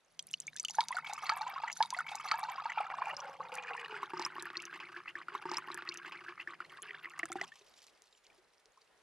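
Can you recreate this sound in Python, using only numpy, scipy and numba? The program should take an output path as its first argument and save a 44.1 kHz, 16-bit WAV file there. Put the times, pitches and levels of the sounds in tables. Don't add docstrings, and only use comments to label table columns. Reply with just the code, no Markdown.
import sys
import numpy as np
from scipy import signal
from scipy.fft import rfft, irfft, next_fast_len
from scipy.io import wavfile
from scipy.ndimage import uniform_filter1d, map_coordinates
from numba import njit

SR = 44100
rng = np.random.default_rng(int(sys.argv[2]) if len(sys.argv) > 2 else 0)


def volts_from_decibels(level):
    exponent = np.asarray(level, float) / 20
    return 10 ** exponent


def waveform_to_disk(signal):
    frames = np.transpose(np.atleast_2d(signal))
    scaled = np.clip(frames, -1, 1) * 32767
    samples = np.round(scaled).astype(np.int16)
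    wavfile.write(sys.argv[1], SR, samples)


N = 397782

FIRST_DROPS_S, FULL_STREAM_S, LAST_GULP_S = 0.15, 0.72, 7.45
MEAN_LAG_S, LAG_SPREAD_S = 2.4e-5, 1.2e-5
CLIMB, CLIMB_HZ = 0.17, 1300
SMACK_CYCLES = 5.16


def unit(x):
    return x / np.sqrt(np.mean(x ** 2) + 1e-20)


def curves(rows):
    s, *columns = np.transpose(rows)
    return [np.interp(np.arange(N) / SR, s, column) for column in columns]


def along(points, hz):
    point_hz, value = np.transpose(points)
    return np.interp(np.log(hz + 1), np.log(point_hz + 1), value)


def wobble(rate):
    knots = rng.standard_normal(int(N * rate / SR) + 4)
    return map_coordinates(knots, [np.arange(N) * rate / SR])


def filtered(x, response):
    size = next_fast_len(N + 8192)
    spectrum = rfft(x, size) * response(np.fft.rfftfreq(size, 1 / SR))
    return irfft(spectrum, size)[..., :N]


def modes(rows):
    def response(f):
        total = 0
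        for k, (hz, width, db) in enumerate(rows):
            total = total + (-1) ** k * volts_from_decibels(db) * 1j * f * width / (hz * hz - f * f + 1j * f * width)
        return total
    return response


@njit
def ring(rows, lag, climb, swell, n, sr):
    out = np.zeros((2, n))
    for k in range(len(rows)):
        s, size, hz, cycles = rows[k]
        life = cycles / hz
        for c in range(2):
            start = s + (.5 - c) * lag[k]
            for i in range(max(int(start * sr) + 1, 0), min(int((start + life) * sr), n)):
                t = i / sr - start
                envelope = 10 ** (-3 * t / life) * (1 - np.exp(-t * hz / swell))
                out[c, i] += size * envelope * np.sin(2 * np.pi * hz * (t + climb[k] * t * t / life))
    return out


@njit
def resonate(x, hz, width, sr):
    y, r = np.zeros(len(x)), np.exp(-np.pi * width / sr)
    for i in range(2, len(x)):
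        y[i] = x[i] + 2 * r * np.cos(2 * np.pi * hz[i] / sr) * y[i - 1] - r * r * y[i - 2]
    return y


def resonance(x, hz, width):
    gain = 2 * np.sin(2 * np.pi * hz / SR) * (1 - np.exp(-np.pi * width / SR))
    return np.array([resonate(gain * channel, hz, width, SR) for channel in x])


def lags(count, mean_s, spread_s):
    return mean_s + spread_s * rng.standard_normal(count)


# pitch_hz, density (relative dB per Hz)
HUSH_SPECTRUM = [(18, -66.5), (30, -1.5), (81, -10.5), (286, -7), (381, -1.5), (550, 0), (1030, -3),
                 (1890, -4.5), (7370, -19), (10100, -17), (15800, -39.5)]
# pitch_hz, correlation (-1 to 1)
HUSH_LIKENESS = [(60, 0), (240, 0.1), (950, 0.92), (3770, 0.4), (15000, -0.22)]


def hush():
    def split(hz):
        turn = np.arccos(np.clip(along(HUSH_LIKENESS, hz), -1, 1)) / 2
        return volts_from_decibels(along(HUSH_SPECTRUM, hz)) * [np.cos(turn), np.sin(turn)]

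    mid, side = filtered(rng.standard_normal((2, N)), split)
    pair = unit(np.array([mid + side, mid - side]))
    low = filtered(pair, lambda hz: 1 / (1 + (hz / 1200) ** 2))
    flicker = volts_from_decibels(3 * wobble(16)) - 1
    return volts_from_decibels(-71.5 + 1.63 * wobble(1.81)) * (pair + flicker * low)


# pitch_hz, width_hz, level_db (relative)
TABLE_NOTES = [(114.4, 2.8, 2), (154.8, 18.5, 5.5), (186, 137, -5)]
DRUM_DB, DRUM_DAMPS_DB_PER_S = -72.5, 0.67
DRUM_RISE_S, DRUM_FALL_S = 0.17, 0.039
GULP_DRUM_DB, GULP_DRUM_S = -33.5, 0.06


def table():
    t = np.arange(N) / SR
    fade_in = 1 / (1 + np.exp((FIRST_DROPS_S - t) / DRUM_RISE_S * 4))
    fade_out = 1 / (1 + np.exp((t - LAST_GULP_S) / DRUM_FALL_S * 4))
    shake = volts_from_decibels(DRUM_DB - DRUM_DAMPS_DB_PER_S * t) * fade_in * fade_out
    for s, db in GULPS:
        shake = shake + volts_from_decibels(db + GULP_DRUM_DB) * (t > s) * np.exp(-np.abs(t - s) / GULP_DRUM_S)
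    a, b = filtered(rng.standard_normal((2, N)), modes(TABLE_NOTES))
    pair = unit(np.array([a + 0.64 * b, 1.27 * a - 0.22 * b]))
    return shake * volts_from_decibels(0.64 * wobble(1.5)) * pair


# start_s, level_db (before the soft onset), pitch_hz, cycles (to fade by 60 dB)
CLEAR_BUBBLES = [(0.193, -29, 3180, 64), (0.2253, -40, 8200, 60), (0.269, -38, 9300, 81),
                 (0.3325, -29.5, 5600, 33), (0.418, -42, 5700, 32), (0.571, -34.5, 3600, 47),
                 (0.3127, -27, 8250, 17), (0.3391, -20, 2880, 50), (0.402, -18.5, 7230, 23),
                 (0.469, -31.5, 6560, 65), (0.4787, -32, 2250, 75.5), (0.5645, -13, 7040, 6),
                 (0.585, -31.5, 5500, 27), (0.5981, -21, 6030, 83), (0.63, -34, 8600, 38.5),
                 (0.6497, -22.5, 2990, 68), (0.685, -29.5, 2810, 69.5), (0.697, -30.5, 6750, 59),
                 (0.698, -37.5, 790, 17.5), (0.708, -21, 5700, 21), (0.745, -43, 1410, 53),
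                 (0.7516, -29, 6240, 48), (0.77, -42.5, 766, 25), (0.7843, -13.5, 856.5, 59),
                 (0.806, -30.5, 2170, 44.5), (0.814, -25.5, 1190, 15), (0.829, -34, 884, 40),
                 (0.918, -33.5, 9200, 42), (0.926, -27, 1980, 46), (1.178, -30.5, 1160, 29),
                 (1.2347, -28, 1180, 34), (1.3675, -31.5, 1080, 26), (1.374, -32, 9200, 34),
                 (1.4175, -31.5, 4260, 52), (0.945, -37, 703, 74.5), (0.9678, -24, 1410, 67),
                 (0.9847, -22, 1250, 35), (1.045, -36.5, 2250, 95), (1.062, -35.5, 2200, 79),
                 (1.095, -33, 775, 45), (1.2656, -32.5, 4300, 97), (1.2949, -16.5, 4400, 30),
                 (1.297, -15.5, 1194, 34), (1.1279, -29, 818, 40.5), (1.3186, -25.5, 867, 69.5),
                 (1.4095, -28.5, 840, 112.5), (1.5596, -31, 1045, 100), (1.635, -23, 870, 46),
                 (1.678, -29, 1916, 71), (1.6993, -23, 2097, 20), (2.774, -22.5, 828, 35),
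                 (2.7831, -26, 2430, 35), (2.8034, -18.5, 757, 30), (2.9013, -16.5, 1080, 6.5),
                 (2.9391, -22.5, 990, 20), (3.0973, -29.5, 1070, 27), (2.9844, -27, 1046, 33),
                 (3.019, -15.5, 970, 20), (3.0693, -31.5, 803, 112), (3.133, -23, 850, 11),
                 (3.167, -27, 5260, 47), (3.203, -32, 5700, 62), (3.404, -26.5, 1052, 39.5),
                 (3.5833, -29, 2380, 66), (3.734, -31.5, 2660, 48), (3.7492, -28, 936, 33),
                 (3.9416, -33, 1376, 99), (4.03, -20.5, 1034, 24), (4.135, -34, 1080, 26),
                 (4.169, -30.5, 1170, 46), (4.1756, -34.5, 5060, 37), (4.2168, -31, 5060, 37),
                 (4.2246, -35.5, 2100, 27), (4.195, -20.5, 920, 9.5), (4.224, -19, 4260, 9),
                 (4.25, -22, 5330, 91), (4.2623, -24.5, 1055, 32), (4.382, -21.5, 1060, 11),
                 (4.396, -37.5, 3930, 87), (4.363, -36, 1054, 70), (4.4553, -26.5, 1670, 27),
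                 (4.5541, -33, 2580, 39), (4.5699, -21, 4280, 44), (4.5026, -13.5, 1520, 4),
                 (4.601, -32.5, 2740, 51), (4.6535, -25, 6000, 22), (4.728, -28.5, 1460, 22.5),
                 (4.9631, -30, 1650, 39), (5.0793, -33.5, 2640, 80), (5.154, -26.5, 1710, 37),
                 (5.1838, -36, 1154, 31), (5.214, -34.5, 1530, 18), (5.284, -22.5, 1314, 21),
                 (6.9454, -31, 1643, 27), (6.82, -33.5, 6900, 51), (6.826, -28.5, 10000, 40),
                 (6.831, -34, 3080, 27), (6.9075, -30, 1870, 28), (7.0451, -29.5, 2000, 22),
                 (7.056, -26.5, 1950, 30), (7.193, -31, 1154, 25), (7.318, -31, 1270, 30),
                 (7.195, -26, 2070, 45), (7.231, -20, 1805, 36), (7.328, -22, 7700, 17),
                 (7.4126, -23.5, 1935, 50), (7.44, -35, 3280, 27.5), (7.2548, -30, 1260, 17),
                 (7.519, -41.5, 1750, 80), (7.61, -52.5, 388, 42), (8.021, -27, 6700, 4),
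                 (8.301, -52.5, 2350, 54), (8.382, -57, 355, 54), (8.773, -52.5, 1010, 51)]
# (half the pitch rise, as a share of pitch_hz)
GLIDING_BUBBLES = [(0.8073, -22.5, 3360, 34, 0.28), (.556, -46, 1580, 88, 0.29),
                   (0.906, -26.5, 937, 66, 0.38), (.945, -47, 1510, 83, .9), (1.4651, -25.5, 917, 49, 0.29),
                   (7.3245, -32.5, 2020, 38, 0.17), (7.385, -34.5, 1525, 44, 0.37),
                   (7.415, -37, 662, 72, 0.68), (7.435, -42, 990, 66, 0.54)]
# start_s, level_db (before the soft onset), pitch_hz
SMACKING_DROPS = [(0.193, -8.5, 5470), (0.3389, -12.5, 6000), (0.6495, -5, 6620), (0.684, -14, 6330),
                  (0.8067, -1.5, 4300), (0.885, -6.5, 5500), (0.968, -16, 8060), (1.1351, -8, 6630),
                  (1.2937, -5.5, 2090), (3.541, -18, 8400), (3.5537, -12.5, 7900), (3.574, -27, 5900),
                  (3.768, -24, 7560), (4.196, -12, 5100), (4.263, -15.5, 8500), (4.4246, -9.5, 8440),
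                  (4.622, -17.5, 7100), (7.098, -28.5, 7300), (7.192, -13.5, 7400), (7.256, -12, 7640),
                  (7.3191, -12, 6650), (7.4142, -13, 5060), (7.8195, -29.5, 5130), (7.868, -27, 6600),
                  (8.1269, -37, 4270), (8.2675, -29.5, 4440), (8.6574, -31, 5000)]


def bubbles():
    swell = 1.15
    rows = np.array(CLEAR_BUBBLES + [(*drop, SMACK_CYCLES) for drop in SMACKING_DROPS], float)
    rows[:, 1] = volts_from_decibels(rows[:, 1])

    z = rng.standard_normal((len(rows), 3, 3))
    same_start = np.ones(z.shape[:2])
    softer = volts_from_decibels(-12.5 + 2.0 * z[..., 0])
    higher = 2 ** (0.399 * np.abs(z[..., 1]))
    fewer_cycles = np.full(z.shape[:2], .7)
    shed = rows[:, None] * np.stack([same_start, softer, higher, fewer_cycles], axis=-1)
    shed[..., 0] += 0.0031 * np.abs(z[..., 2])

    snap = rows[:len(CLEAR_BUBBLES)].copy()
    snap[:, 1] *= volts_from_decibels(-9)
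    snap[:, 2] = np.sqrt(snap[:, 2] * 6000)
    snap[:, 3] = SMACK_CYCLES

    rows = np.vstack([rows, shed.reshape(-1, rows.shape[1]), snap])
    climb = CLIMB * np.minimum(1, CLIMB_HZ / rows[:, 2]) ** 2
    ringing = ring(rows, lags(len(rows), MEAN_LAG_S, LAG_SPREAD_S), climb, swell, N, SR)

    glides = np.array(GLIDING_BUBBLES, float)
    glides[:, 1] = volts_from_decibels(glides[:, 1])
    glide_lags = lags(len(glides), MEAN_LAG_S, 0)
    gliding = ring(glides[:, :-1].copy(), glide_lags, glides[:, -1].copy(), swell, N, SR)
    return gliding + ringing


# time_s, pitch_hz
SMALL_BUBBLE_PITCH = [(3.5, 1170), (4.6, 1704)]
LOWEST_SHARE = 0.6


def swarm(landings, centre_hz, octaves, cycles, spread_db, delay_s, count):
    u, z = rng.random((count, 3)), rng.standard_normal((count, 3))
    landing = landings[(u[:, 0] ** 1.4 * len(landings)).astype(int)]
    s = landing - delay_s * np.log(u[:, 2] + 1e-9)
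    i = np.minimum(s * SR, N - 1).astype(int)
    lowest_hz = LOWEST_SHARE * curves(SMALL_BUBBLE_PITCH)[0][i] * 2 ** (0.21 * u[:, 2])
    hz = np.clip(centre_hz[i] * 2 ** (octaves * z[:, 0]), lowest_hz, 12500)
    size = volts_from_decibels(-spread_db * np.log(u[:, 1] + .015))
    rows = np.transpose([s, size, hz, cycles * 2 ** (0.69 * z[:, 1])])
    climb = CLIMB * np.minimum(1, CLIMB_HZ / hz) * (2 * rng.random(count) - .5)
    return unit(ring(rows, lags(count, MEAN_LAG_S, LAG_SPREAD_S), climb, 1.0, N, SR))


SECOND_HZ, SECOND_SINKS_HZ_PER_S = 1012.5, 31.5
THIRD_HZ, THIRD_CLIMBS_HZ_PER_S = 2156, 90


def upper_notes():
    t = np.arange(N) / SR
    heave = wobble(9)
    second_hz = SECOND_HZ - SECOND_SINKS_HZ_PER_S * t + 35 * heave
    third_hz = THIRD_HZ + THIRD_CLIMBS_HZ_PER_S * t + 25 * heave
    return second_hz, third_hz


# time_s, churn_db, spray_db
STREAM_LEVELS = [
    [(0.0, -92, -77.5), (0.57, -91, -63.5), (1.048, -55, -54.5), (1.47, -49.5, -62), (1.72, -48.5, -65)],
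    [(2.74, -46, -71), (2.96, -48.5, -64.5), (3.36, -52, -68.5), (3.72, -47, -65), (4.39, -49.5, -68.5),
     (5.32, -49, -69)],
    [(6.64, -55, -63.5), (6.96, -49, -75), (7.36, -55.5, -63.5), (7.5, -55, -59), (7.75, -72, -54),
     (8.05, -75.5, -64.5), (9.02, -83.5, -68.5)],
]
# lump_s, break_length_s
STREAM_BREAKS = [(.884, 0.019), (4.135, 0.019), (4.532, 0.025), (5.056, 0.054), (5.151, 0.054),
                 (5.284, 0.075), (7.191, 0.0092), (7.229, 0.0061), (7.356, 0.019)]
# pitch_hz, density (relative dB per Hz)
WASH_SPECTRUM = [(290, -45), (500, -11), (826, 7.5), (1150, 15), (1440, -6), (2780, 12), (3720, -7.5),
                 (4850, -0.5), (14000, -98.5)]
# time_s, second_db, third_db
UPPER_NOTE_LEVELS = [(.6, -32, 7.5), (.9, -18, 18.5), (1.7, -41, 4.5), (2.75, 3.5, 10), (3.1, 2, 15),
                     (3.25, 7, -12), (3.5, 4, 2), (3.6, 1, 11), (3.88, 1, 11), (4.2, 4, -36), (4.6, -4, -4),
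                     (7.3, 1, -21)]
BREAK_DB = -12.5
SPRAY_HZ, FOAM_HZ = 5560, 4600
TRICKLE_HZ = 3397
TRICKLE_DB, TRICKLE_FADES_DB_PER_S = -1.5, 5
SETTLED_DB, SETTLED_SPRAY_DB = -38, -12


def stream():
    t = np.arange(N) / SR
    pouring = t < LAST_GULP_S
    churn_db, spray_db = curves(sum(STREAM_LEVELS, []))
    listed = [np.transpose(rows)[0] for rows in (CLEAR_BUBBLES, GLIDING_BUBBLES, SMACKING_DROPS)]
    landings = np.concatenate(listed + [rng.random(size=900) * N / SR])

    churn = swarm(landings, curves(SMALL_BUBBLE_PITCH)[0], octaves=0.5, cycles=27, spread_db=4.3,
                  delay_s=.016, count=5500)
    spray = swarm(landings, np.where(pouring, SPRAY_HZ, FOAM_HZ), octaves=0.694, cycles=27,
                  spread_db=6.5, delay_s=0.0053, count=5000)
    trickle = swarm(landings, np.full(N, TRICKLE_HZ), octaves=0.405, cycles=46, spread_db=5.2,
                    delay_s=.03, count=3500)

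    blow_db = 7.0 * rng.standard_normal(len(landings)) + 2.1 * (np.arange(len(landings)) < len(CLEAR_BUBBLES))
    blows = np.bincount((landings * SR).astype(int), volts_from_decibels(blow_db), N)
    bursts = 0.13 + unit(signal.lfilter([1], [1, -volts_from_decibels(-60 / (.06 * SR))], blows))

    def lag(hz):
        return np.exp(np.outer([-1j, 1j], hz) * np.pi * MEAN_LAG_S)

    wash = unit(filtered(bursts * rng.standard_normal(N), lambda hz: volts_from_decibels(along(WASH_SPECTRUM, hz)) * lag(hz)))
    fizz_band = modes([(4300, 5000, 0)])
    fizz = unit(filtered(bursts * rng.standard_normal(N), lambda hz: fizz_band(hz) ** 2 * lag(hz)))

    break_depth = 0
    for s, length in STREAM_BREAKS:
        break_depth = break_depth + np.clip(1 + (t - s) / length, 0, .5) * 2 * (t < s)
    flow = volts_from_decibels(BREAK_DB * break_depth)

    mix = churn * np.where(pouring, 1, volts_from_decibels(SETTLED_DB)) + volts_from_decibels(-9.5) * wash
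    trickle_gain = volts_from_decibels(TRICKLE_DB - TRICKLE_FADES_DB_PER_S * t) * pouring
    body = volts_from_decibels(churn_db) * (mix + trickle_gain * trickle) * flow

    second_hz, third_hz = upper_notes()
    second_db, third_db = curves(UPPER_NOTE_LEVELS)
    second = resonance(body, second_hz, 65.0)
    third = resonance(body, third_hz, 70.0) + volts_from_decibels(-7) * resonance(body, 1.165 * third_hz, 150.0)
    body = body + volts_from_decibels(second_db) * second + volts_from_decibels(third_db) * third

    foam = spray * np.where(pouring, 1, volts_from_decibels(SETTLED_SPRAY_DB)) + volts_from_decibels(-11.5) * fizz
    return body + flow * volts_from_decibels(spray_db) * foam


# pitch_hz, width_hz, level_db (relative)
WALL_NOTES = [(2230, 50, -17), (3650, 24, -4), (4600, 26, -4), (5943, 70, -3), (6400, 30, -9),
              (10730, 100, 7)]


def wall(water):
    bare_wall = volts_from_decibels(8 - 2.2 * np.arange(N) / SR + 4 * wobble(25))
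    return filtered(bare_wall * water, modes(WALL_NOTES))


def room(x, t60):
    t = np.arange(SR // 4) / SR
    tail = rng.standard_normal((2, len(t))) * volts_from_decibels(-60 * t / t60)
    return signal.fftconvolve(x, tail / np.linalg.norm(tail[0]), axes=1)[:, :N]


# time_s, pitch_hz, level_db
AIR_NOTE = [(.72, 920, -57), (2.74, 860, -61), (3.05, 694, -47.5), (3.15, 573, -58), (3.8, 473, -55),
            (4.1, 363, -52), (5.32, 347, -60.5), (6.64, 343.8, -67), (6.85, 421, -61.5), (7.2, 322, -63),
            (7.42, 364, -47), (7.52, 434, -86), (9.02, 437, -79)]
# start_s, level_db
GULPS = [(3.132, -40.5), (3.293, -44), (3.399, -39.5), (3.525, -41.5), (3.925, -39), (4.135, -30),
         (4.196, -35), (4.26, -43.5), (4.356, -41), (4.425, -45), (7.193, -48.5), (7.232, -37.5),
         (7.302, -38), (7.356, -29), (7.415, -34.5)]


def air(water):
    hz, db = curves(AIR_NOTE)
    push = np.diff(uniform_filter1d(np.abs(water.mean(0)), size=60), prepend=0)
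    push = push / np.sqrt(np.abs(uniform_filter1d(push ** 2, size=SR // 4)) + 1e-12)
    push = push + .8 * rng.standard_normal(N)
    note = resonate(resonate(push, hz, 30.0, SR), hz, 200.0, SR)
    note /= np.sqrt(np.abs(uniform_filter1d(note ** 2, size=SR // 3)) + 1e-12)

    s, gulp_db = np.transpose(GULPS)
    knocks = np.bincount((s * SR).astype(int), volts_from_decibels(gulp_db), N)
    low = resonate(knocks * np.sin(2 * np.pi * hz / SR), hz, 28.0, SR)
    second_hz = upper_notes()[0]
    upper = resonate(knocks * np.sin(2 * np.pi * second_hz / SR), second_hz, 36.0, SR)
    started = np.arange(N) > FULL_STREAM_S * SR
    return volts_from_decibels(db) * note * started + low + volts_from_decibels(-1.5) * upper


BIRD_S, BIRD_LENGTH_S, BIRD_DB = 8.06, 0.23, -81
BIRD_HZ, BIRD_FALL_HZ_PER_S = 7630, 3600


def bird():
    t = np.arange(N) / SR - BIRD_S
    swell = np.sin(np.pi * np.clip(t / BIRD_LENGTH_S, 0, 1))
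    tremble_hz = 200 * np.sin(2 * np.pi * 45 * t)
    hz = BIRD_HZ - BIRD_FALL_HZ_PER_S * np.clip(t, 0, BIRD_LENGTH_S) + tremble_hz
    return swell * volts_from_decibels(BIRD_DB + 5.4 * wobble(68)) * np.sin(2 * np.pi * np.cumsum(hz) / SR)


def scene():
    water = bubbles() + stream()
    vessel = water + wall(water) + air(water)
    vessel = filtered(vessel, lambda hz: (1j * hz / (260 + 1j * hz)) ** 3)
    return vessel + volts_from_decibels(-25.5) * room(vessel, t60=0.0092) + table() + hush() + bird()


def top_cut(x):
    return signal.sosfilt(signal.butter(12, 15910, fs=SR, output="sos"), x)


# start_s, length_s
REPEATED_STRETCHES = [(.7, 1.02), (4.0, 1.32)]


def record(dry):
    mix = filtered(dry, lambda hz: volts_from_decibels(np.outer([-1, 1], hz) * 8e-5) / (1 + (hz / 14500) ** 12))
    i = np.arange(N)
    for s, length in REPEATED_STRETCHES:
        start, step = round((s + length) * SR), round(length * SR)
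        again = np.clip(np.minimum(i - start, start + step - i) / 400 + .5, 0, 1)
        mix = mix * np.sqrt(1 - again) + np.roll(mix, step, axis=1) * np.sqrt(again)
    return top_cut(mix)


dry = scene()
out = record(dry)
waveform_to_disk(out)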